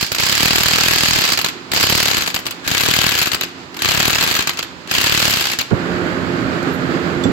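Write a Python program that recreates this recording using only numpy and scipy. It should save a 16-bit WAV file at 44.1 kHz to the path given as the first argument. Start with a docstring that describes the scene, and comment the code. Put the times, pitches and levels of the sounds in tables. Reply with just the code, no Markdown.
"""An electric impact wrench tightens a bolt in five bursts: a train of noise cracks, rattling pings and thuds,
up to some forty blows a second, over a filtered-noise whirr of gears, with a short workshop reverberation.
Across the workshop a compressor drones: coloured noise with wavering pump harmonics.
After a cut to a second microphone position the wrench is gone and the drone is near, on the right;
the microphone is bumped, small tools clink on the bench and a short swish passes."""
import sys
import numpy as np
from scipy import signal
from scipy.fft import rfft, irfft, next_fast_len
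from scipy.io import wavfile
from scipy.ndimage import map_coordinates

SR = 44100
rng = np.random.default_rng(int(sys.argv[2]) if len(sys.argv) > 2 else 0)


def put_to_file(sound):
    """Save the sound as 16-bit audio at rate SR, in the file named by the first command-line argument."""
    columns = np.atleast_2d(sound).T  # one column per channel
    safe = np.clip(columns, -1, 1)
    whole_steps = np.round(safe * 32767)
    wavfile.write(sys.argv[1], SR, whole_steps.astype(np.int16))


N = 322802
T = np.arange(N) / SR
CUT_S = 5.71  # cut from the wrench position to the second microphone position

# Colour of steel on steel: hz, level_db (relative, per Hz)
STRIKE_COLOUR = [(200, -8), (500, -18), (1200, 11), (2500, 14), (5000, 12.5), (9000, 10), (13000, 1.5),
                 (16000, -5.5)]
# Sharp ticks of the socket: hz, level_db (relative, per Hz)
TICK_COLOUR = [(5000, -52), (8000, -4), (11000, -3.5), (16000, 1)]
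# Whirr of the gears: hz, level_db (relative, per Hz)
GEAR_COLOUR = [(200, -47), (600, -18.5), (1500, -1.5), (3000, 5), (6000, -2.5), (10000, -1.5),
               (16000, -19.5)]
# Housing tones, high then low: centre_hz, width_hz
HOUSING_TONES = [(4980, 1400), (1643, 100)]
# Trigger pulls, and how the hand damps and aims the tool: on_s, off_s, then relative levels
# whirr_db, high_tone_db, low_tone_db, left_right_db, bench_knock_db, jolt_db
TRIGGER_PULLS = [(0, 0.036, -30, -2, -13, 0, 19, 41.5), (0.19, 1.31, -27, -5, -14, 1, 23, 39.5),
                 (1.755, 2.223, -28.5, -1.5, -14, 2, 24, 41.5), (2.651, 3.258, -30, -48, -7.5, 4, 19, 41),
                 (3.807, 4.414, -31.5, -18, -6, 2.5, 21.5, 41.5),
                 (4.899, 5.492, -25, -11.5, -16.5, 2, 21.5, 41)]
# Time constants of the motor: run_up_s, coast_down_s
MOTOR_SPIN = (0.011, 0.073)


def wrench():
    """Blows excite noise bursts, loose pings and bench thuds; motor speed and cam scrapes drive gear noise."""
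    s, blow_db, thud_db = contacts().T
    s = np.round(s * SR) / SR
    on, off, *grip = np.transpose(TRIGGER_PULLS)
    middle = (on + off) / 2
    whirr_db, high_db, low_db, pan_db, knock_db, jolt_db = (np.interp(T, middle, c) for c in grip)
    spin = motor_spin(on, off)
    whirr = amp(whirr_db) * spin

    crack = dying(s, amp(blow_db - 1), 0.015, 0.00049)
    clang = dying(s, amp(blow_db - 5.5), 0.024, 0.0015)
    second_lug = dying(s + 0.0029, amp(blow_db - 11), 0.013, 0.002)  # lands a moment later
    steel = (crack + clang + second_lug) * noise(STRIKE_COLOUR, [(300, 0.047)])

    loose = chatter(s, blow_db, within=0.004, t60=0.02, rise=0.001)
    ticks = (crack + loose) * amp(3.5) * noise(TICK_COLOUR, [(300, 0.13)])
    pings = rattle(s, blow_db - 14.5, within=0.022, detune=0.18, count=20)
    at = np.round(s * SR).astype(int)
    bench_thuds = thuds(s, blow_db + knock_db[at], thud_db + jolt_db[at], thud_db + 30.0)

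    # the hammer scrapes up its cam before the next blow
    climb = spin * dying(s + 0.0174, amp(blow_db - 8), 0.022, 0.0018)
    gears = (whirr + climb) * noise(GEAR_COLOUR, [(300, 0)])
    high, low = (unit(filtered(rng.standard_normal((2, N)), resonant([(hz, width_hz, 0)])))
                 for hz, width_hz in HOUSING_TONES)
    housing = (clang + 2 * whirr) * amp(high_db + [[-4], [3]]) * high  # stronger on the right
    housing = housing + (0.33 * clang + 2.7 * whirr) * amp(low_db) * low
    return panned(steel + ticks + pings + bench_thuds + gears + housing, pan_db)


def motor_spin(on, off):
    """The motor swells exponentially up to each pull and coasts down exponentially after it."""
    run_up_s, coast_s = MOTOR_SPIN
    spin = 0
    for a, b in zip(on, off):
        run_up = np.exp(-np.abs(a - T) / run_up_s)
        coast = np.exp(-np.clip(T - b, 0, None) / coast_s)
        spin = spin + np.where(T < a, run_up, coast)
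    return spin


# Hammer speed through each burst, one list a burst: time_s, blows_per_s
BURSTS = [
    [(.1979, 27.09), (.313, 35.55), (.44, 39.49), (.76, 39.81), (.96, 40.28), (1.139, 39.82),
     (1.222, 30.64), (1.3392, 19.96)],
    [(1.7342, 23.68), (1.812, 31.58), (1.975, 39.91), (2.059, 36.67), (2.21, 23.68), (2.2785, 14.56)],
    [(2.6765, 24.97), (2.76, 32.46), (2.857, 38.83), (3.088, 39.46), (3.143, 28.72), (3.274, 21.98)],
    [(3.8198, 24.96), (3.892, 33.83), (4.06, 39.39), (4.225, 37.21), (4.237, 26.87), (4.3543, 26.53)],
    [(4.9119, 24.22), (5.004, 34.72), (5.18, 39.26), (5.289, 37.64), (5.343, 29.29), (5.458, 20.51)],
]
# What the speed does to each cycle: blows_per_s, blow_db, thud_db, catch_lead_s, catch_db, rebound_db
CYCLE_BY_SPEED = [(17.96, -9.5, -32, .0142, -7, -24), (27.06, -7.5, -20, .0112, -10, -18),
                  (33.03, -7, -20.5, .0095, -10.5, -42), (39.96, -6, -17, .006, -16.5, -34)]
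# Scatter from cycle to cycle: blow_db, thud_db, catch_db, rebound_db
CYCLE_SCATTER = (0.92, 4.2, 3.1, 5.2)
# Single contacts as the hammer creeps round before and after a burst: start_s, clang_db, thud_db
CREEP_CONTACTS = [(.01, -9.5, -32), (0.0266, -9, -15.5), (0.045, -21, -40), (0.0638, -16.5, -44),
                  (0.1177, -9.5, -17.5), (.126, -18, -39), (0.1475, -10, -39), (.1606, -15.5, -35),
                  (0.1832, -9, -30), (1.374, -8, -24), (1.3887, -8.5, -27), (1.413, -11, -43),
                  (1.4448, -7, -25), (1.461, -10.5, -34), (1.485, -14, -45), (1.7165, -10.5, -27),
                  (2.301, -16.5, -38), (2.343, -8, -20), (2.3619, -11, -38), (2.39, -18.5, -28),
                  (2.455, -19, -34), (2.4657, -10.5, -39), (2.508, -14, -44), (2.646, -27, -47),
                  (2.6646, -23, -22), (3.317, -9, -35), (3.332, -10, -22), (3.3453, -8.5, -43),
                  (3.41, -7.5, -39), (3.434, -11.5, -43), (3.743, -28, -45), (3.767, -20.5, -38),
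                  (3.7907, -19.5, -44), (4.3672, -14, -33), (4.3898, -6.5, -17.5), (4.406, -10, -37),
                  (4.423, -13, -46), (4.4722, -7, -23), (4.4931, -7.5, -42), (4.534, -24, -36),
                  (4.572, -18, -47), (4.589, -10, -40), (4.627, -13, -37), (4.8736, -27, -39),
                  (5.4693, -13, -43), (5.499, -15, -40), (5.515, -11, -50), (5.5331, -12.5, -40),
                  (5.5877, -5.5, -19), (5.61, -10.5, -31)]
REBOUND_S, JITTER_S = .013, .0006  # rebound after its blow; timing scatter of each blow
SOFT_THUD_DB = -20  # thud of a catch or rebound, under its own clang


def contacts():
    """Once a cycle the hammer catches the anvil, strikes and rebounds; the catch before a burst's first blow is
    among the single contacts."""
    rows = [np.array(CREEP_CONTACTS)]
    speeds, *laws = np.transpose(CYCLE_BY_SPEED)
    for burst in BURSTS:
        knots, rates = np.transpose(burst)
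        t = np.arange(knots[0], knots[-1], 1 / SR)
        cycles = np.cumsum(np.interp(t, knots, rates)) / SR
        s = np.interp(np.arange(int(cycles[-1]) + 1), cycles, t)  # one blow at each whole cycle
        speed = np.interp(s, knots, rates)
        blow_db, thud_db, lead, catch_db, rebound_db = (np.interp(speed, speeds, c) for c in laws)
        jitter, *draw = rng.standard_normal((len(s), 5)).T
        scatter = np.array(CYCLE_SCATTER)[:, None] * np.clip(draw, -2, 1.5)
        levels = np.array([blow_db, thud_db, catch_db, rebound_db]) + scatter
        blow_db, thud_db, catch_db, rebound_db = levels
        s = s + JITTER_S * jitter
        blows = np.transpose([s, blow_db, thud_db])
        catches = np.transpose([s - lead, catch_db, catch_db + SOFT_THUD_DB])[1:]
        rebounds = np.transpose([s + REBOUND_S, rebound_db, rebound_db + SOFT_THUD_DB])
        rows += [blows, catches, rebounds]
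    return np.vstack(rows)


def chatter(s, db, within, t60, rise):
    """The loose socket strikes three more times soon after each contact."""
    draw = rng.random((len(s), 2, 3))
    times = s[:, None] + 0.0013 + within * draw[:, 0]
    return dying(times, amp(db[:, None] - 40.5 * draw[:, 1]), t60, rise)


# Ringing of anvil, socket and bolt: mode_hz (before detuning), level_db (relative), t60_s
STEEL_MODES = [(1255, 0.5, 0.012), (1637, 2.5, 0.0096), (2520, 8, 0.0081), (2890, 9, 0.0078),
               (4300, 8, 0.0094), (5000, 8, 0.0029), (7180, 7, 0.006), (12920, 12.5, 0.018)]


def rattle(s, db, within, detune, count):
    """Loose steel pings after each contact: short decaying sines near the modes, drawn anew for each side."""
    t, out = T[:260], []
    starts, base_db = np.repeat(s, count)[:, None], np.repeat(db, count)[:, None]
    for draw in rng.random((2, len(s), count, 4)):
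        mode = (draw[..., 0] * len(STEEL_MODES)).astype(int)
        hz, mode_db, t60 = np.array(STEEL_MODES)[mode].reshape(-1, 3).T[..., None]
        lag, pitch, size = (draw[..., k].reshape(-1, 1) for k in (1, 2, 3))
        late_db = (8 + 6 * (hz > 9000)) * lag  # late pings are weaker, the highest most of all
        level_db = base_db + mode_db - 3.9 * np.log(size + 0.038) - late_db
        ping_hz = hz * (1 + detune * (2 * pitch - 1))
        pings = amp(level_db - 60 * t / t60) * np.sin(2 * np.pi * ping_hz * t)
        out.append(train(starts + np.round(within * lag * SR) / SR + t, pings))
    return np.array(out)


# Knocks through the bench: centre_hz, width_hz, level_db (relative)
BENCH_KNOCKS = [(318, 960, 7.5), (810, 2860, 7)]
# The machine jolts forward: centre_hz, width_hz, level_db (relative)
FORWARD_JOLT = [(110, 142, 0.012)]
# The machine jolts sideways: centre_hz, width_hz, level_db (relative)
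SIDEWAYS_JOLT = [(333, 450, 0)]


def thuds(s, knock_db, jolt_db, shake_db):
    """A push a moment late on each side, a shake of opposite sign, and stray knocks of either sign."""
    draw = rng.random((2, len(s), 3, 2))
    push = [train(s + 0.00374 * side[:, 2, 0], amp(jolt_db)) for side in draw]
    shake = train(s, amp(shake_db)) * [[-1], [1]]
    knocks = []
    for side in draw:
        times = s[:, None] + 0.00691 * side[:, :2, 0]
        signed = 2 * side[:, :2, 1] - 1
        knocks.append(train(times, amp(knock_db)[:, None] * signed))
    pushed = filtered(np.array(push), resonant(FORWARD_JOLT))
    shaken = filtered(shake, resonant(SIDEWAYS_JOLT))
    return pushed + shaken + filtered(np.array(knocks), resonant(BENCH_KNOCKS))


# Reverberation of the workshop: hz, t60_s
SHOP_DECAY = [(150, 0.19), (2000, 0.58), (6000, 0.46), (14000, 0.2)]


def shop(x):
    """Noise whose bands each die at their own speed answers the sound, as the workshop does."""
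    hz, t, z = signal.stft(rng.standard_normal((2, SR // 2)), SR, nperseg=256)
    fade = amp(-60 * t / along(SHOP_DECAY, hz)[:, None])
    tail = signal.istft(z * fade, SR, nperseg=256)[1]
    return signal.fftconvolve(x, tail / np.linalg.norm(tail[0]), axes=1)[:, :N]


# Handling of the microphone: start_s, level_db (relative)
MIC_BUMPS = [(5.713, 4.5), (5.727, 3), (7.252, 5), (7.283, 2.5)]
# Small tools on the bench: start_s, level_db (relative)
TOOL_CLINKS = [(6.6278, -22), (7.2382, -21)]
# Ringing of a small tool: mode_hz, level_db (relative), t60_s
TOOL_MODES = [(3490, 4.5, 0.074), (4620, -10, .04), (5700, -5, .14), (6600, -10, 0.11), (7460, -9, 0.12),
              (7440, -5, 0.16), (9851, -1, .04), (10900, -12, .08)]
# A short high swish: centre_s, half_length_s, level_db (relative)
HIGH_SWISH = (6.745, .025, -39)


def bench():
    """Low noise bumps, noise ticks with one ringing clink, and a swelling noise swish, all to the right."""
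    s, db = np.transpose(MIC_BUMPS)
    bump_colour = [(45, -26), (90, 16), (250, 9), (600, -1.5), (2000, -47)]
    bumps = dying(s, amp(db - 9), 0.091, 0.0056) * noise(bump_colour, [(40, 0), (150, 0.29)])
    s, db = np.transpose(TOOL_CLINKS)
    tick_colour = [(1500, -40), (4000, 1), (15000, -7)]
    ticks = dying(s, amp(db - 8), 0.041, .0003) * noise(tick_colour, [(100, .2)])
    clinks = amp(-5) * ringing(TOOL_CLINKS[1:], TOOL_MODES, scatter_db=1)  # only the second contact rings
    s, half, db = HIGH_SWISH
    swish_colour = [(3000, -20), (9000, -8), (12000, 1), (15000, -10)]
    swish = amp(db) * np.exp(-((T - s) / half) ** 2) * noise(swish_colour, [(100, 0)])
    return panned(bumps + ticks + clinks + swish, -11)


# Loudness and place of the drone, far then near: time_s, level_db (relative), left_right_db (negative: right)
DRONE_PATH = [(0, -45.5, -23.5), (1.6, -33.5, -5.5), (2.6, -35, -5), (3.6, -35, -5), (4.75, -35, -5.5),
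              (5.7, -35.5, -8), (5.712, -22.5, -8), (5.9, -21, -6.5), (6.9, -21, -7), (7.32, -21, -7.5)]
# Air noise from across the workshop: hz, level_db (relative, per Hz)
FAR_COLOUR = [(20, -34), (60, -8), (190, -10), (350, -5), (530, -14.5), (1200, -11.5), (3000, -18.5),
              (6000, -24.5), (16000, -41)]
# Air noise from close by: hz, level_db (relative, per Hz)
NEAR_COLOUR = [(20, -15), (60, -4), (160, -1.5), (350, -0.5), (560, -7.5), (910, -13), (1440, -7.5),
               (2280, -16.5), (4600, -27), (9000, -35), (16000, -41.5)]
# Left-right likeness of the air noise: hz, correlation
AIR_LIKENESS = [(50, -1.24), (130, 1), (290, 0.76), (640, 0.57), (1400, -0.29), (4000, -0.04)]
# Pump harmonics: multiple of PUMP_HZ, level_db (relative)
PUMP_ORDERS = [(2, -9.5), (3, -7.5), (4, -8.5), (6, -20), (7, -21.5)]
PUMP_HZ = 87.9


def compressor():
    """Flickering air noise plus pump harmonics that waver in level and phase; the colour differs far and near."""
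    level_db, pan_db = curves(DRONE_PATH)
    far = T < CUT_S
    air = np.where(far, noise(FAR_COLOUR, AIR_LIKENESS), noise(NEAR_COLOUR, AIR_LIKENESS))
    phase = 2 * np.pi * PUMP_HZ * T
    pump = sum(amp(db + 2.5 * wobble(9)) * np.sin(k * phase + .45 * wobble(7)) for k, db in PUMP_ORDERS)
    drone = amp(0.72 * wobble(16)) * air + amp(np.where(far, -3, 1)) * pump
    return panned(amp(level_db) * drone, pan_db)


def amp(db):
    """Decibels to an amplitude factor."""
    return 10 ** (np.asarray(db) / 20)


def unit(x):
    """Scale to rms 1."""
    return x / np.sqrt(np.mean(x ** 2) + 1e-20)


def along(points, hz):
    """Interpolate (hz, value) points on a log frequency axis."""
    f, v = np.transpose(points)
    return np.interp(np.log(hz + 1), np.log(f + 1), v)


def curves(rows):
    """One value per sample for each column after the time."""
    s, *cols = np.transpose(rows)
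    return [np.interp(T, s, c) for c in cols]


def wobble(rate):
    """A smooth random curve, rate knots a second."""
    return map_coordinates(rng.standard_normal(int(N * rate / SR) + 4), [T * rate])


def filtered(x, response):
    """Multiply the spectrum of x by a response of frequency."""
    m = next_fast_len(N + SR // 2)
    return irfft(rfft(x, m) * response(np.fft.rfftfreq(m, 1 / SR)), m)[..., :N]


def resonant(modes):
    """Causal response of a few resonances of alternating sign."""
    def one(f, centre, width, db):
        return amp(db) * 1j * f * width / (centre * centre - f * f + 1j * f * width)
    return lambda f: sum((-1) ** k * one(f, *mode) for k, mode in enumerate(modes))


def noise(spectrum, alike):
    """Stereo noise of rms 1: the mix of mid and side sets how alike left and right are at each frequency."""
    def response(hz):
        turn = np.arccos(np.clip(along(alike, hz), -1, 1)) / 2
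        return amp(along(spectrum, hz)) * [np.cos(turn), np.sin(turn)]
    mid, side = filtered(rng.standard_normal((2, N)), response)
    return unit(np.array([mid + side, mid - side]))


def panned(x, pan_db):
    """Set the left side pan_db above the right."""
    return x * amp(np.array([[.5], [-.5]]) * pan_db)


def train(times, gains):
    """Impulses at the given times."""
    return np.bincount(np.round(np.ravel(times) * SR).astype(int), np.ravel(gains), N)[:N]


def dying(times, gains, t60, rise):
    """Envelope: a quick rise and an exponential fall from each time."""
    t = T[:SR // 4]
    shape = amp(-60 * t / t60) * (1 - np.exp(-t / rise))
    return np.abs(signal.fftconvolve(train(times, gains), shape)[:N])


def ringing(events, modes, scatter_db):
    """Every contact rings the modes at new strengths and phases on each side."""
    hz, db, t60 = np.transpose(modes)[:, :, None]
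    t, out = T[:SR // 12], np.zeros((2, N + SR))
    partials = amp(db - 60 * t / t60) * np.exp(2j * np.pi * hz * t)
    for s, level_db in events:
        draw = rng.standard_normal((3, 2, len(modes)))
        phase = np.arctan2(draw[1], draw[2])
        weight = amp(level_db + scatter_db * draw[0]) * np.exp(1j * phase)
        out[:, round(s * SR):][:, :len(t)] += (weight @ partials).imag
    return out[:, :N]


def scene():
    """The wrench and its reverberation up to the cut, with the compressor and the bench."""
    tool = wrench()
    return (tool + amp(-12.0) * shop(tool)) * (T < CUT_S) + compressor() + bench()


# Colour of the microphone ports: hz, left_db, right_db
MIC_PORTS = [(3720, -0.5, 0), (4140, 1, 2.5), (4900, -3.5, 3), (5700, -3.5, -6.5), (6920, -2, 0.5),
             (7820, -5, -2), (8920, -23.5, -13), (9500, -19.5, -12), (10340, -14.5, -13.5),
             (12140, -5.5, -3.5), (13400, -14, -11.5), (16000, -16, -10.5)]
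SUB_HZ, TOP_HZ = 30, 15900  # corner of the bass cut; band limit


def record(dry):
    """Microphone ports colour the treble, deep bass is lost, peaks round off and the band limit cuts the top."""
    hz, left_db, right_db = np.transpose(MIC_PORTS)

    def microphone(f):
        bass_cut = (1j * f / (SUB_HZ + 1j * f)) ** 2
        return bass_cut * amp([along(np.transpose([hz, side]), f) for side in (left_db, right_db)])
    heard = filtered(dry, microphone)
    clipped = heard / (1 + np.abs(heard / 0.82) ** 5) ** (1 / 5)
    return filtered(clipped, lambda f: f < TOP_HZ)


dry = scene()
out = record(dry)
put_to_file(out)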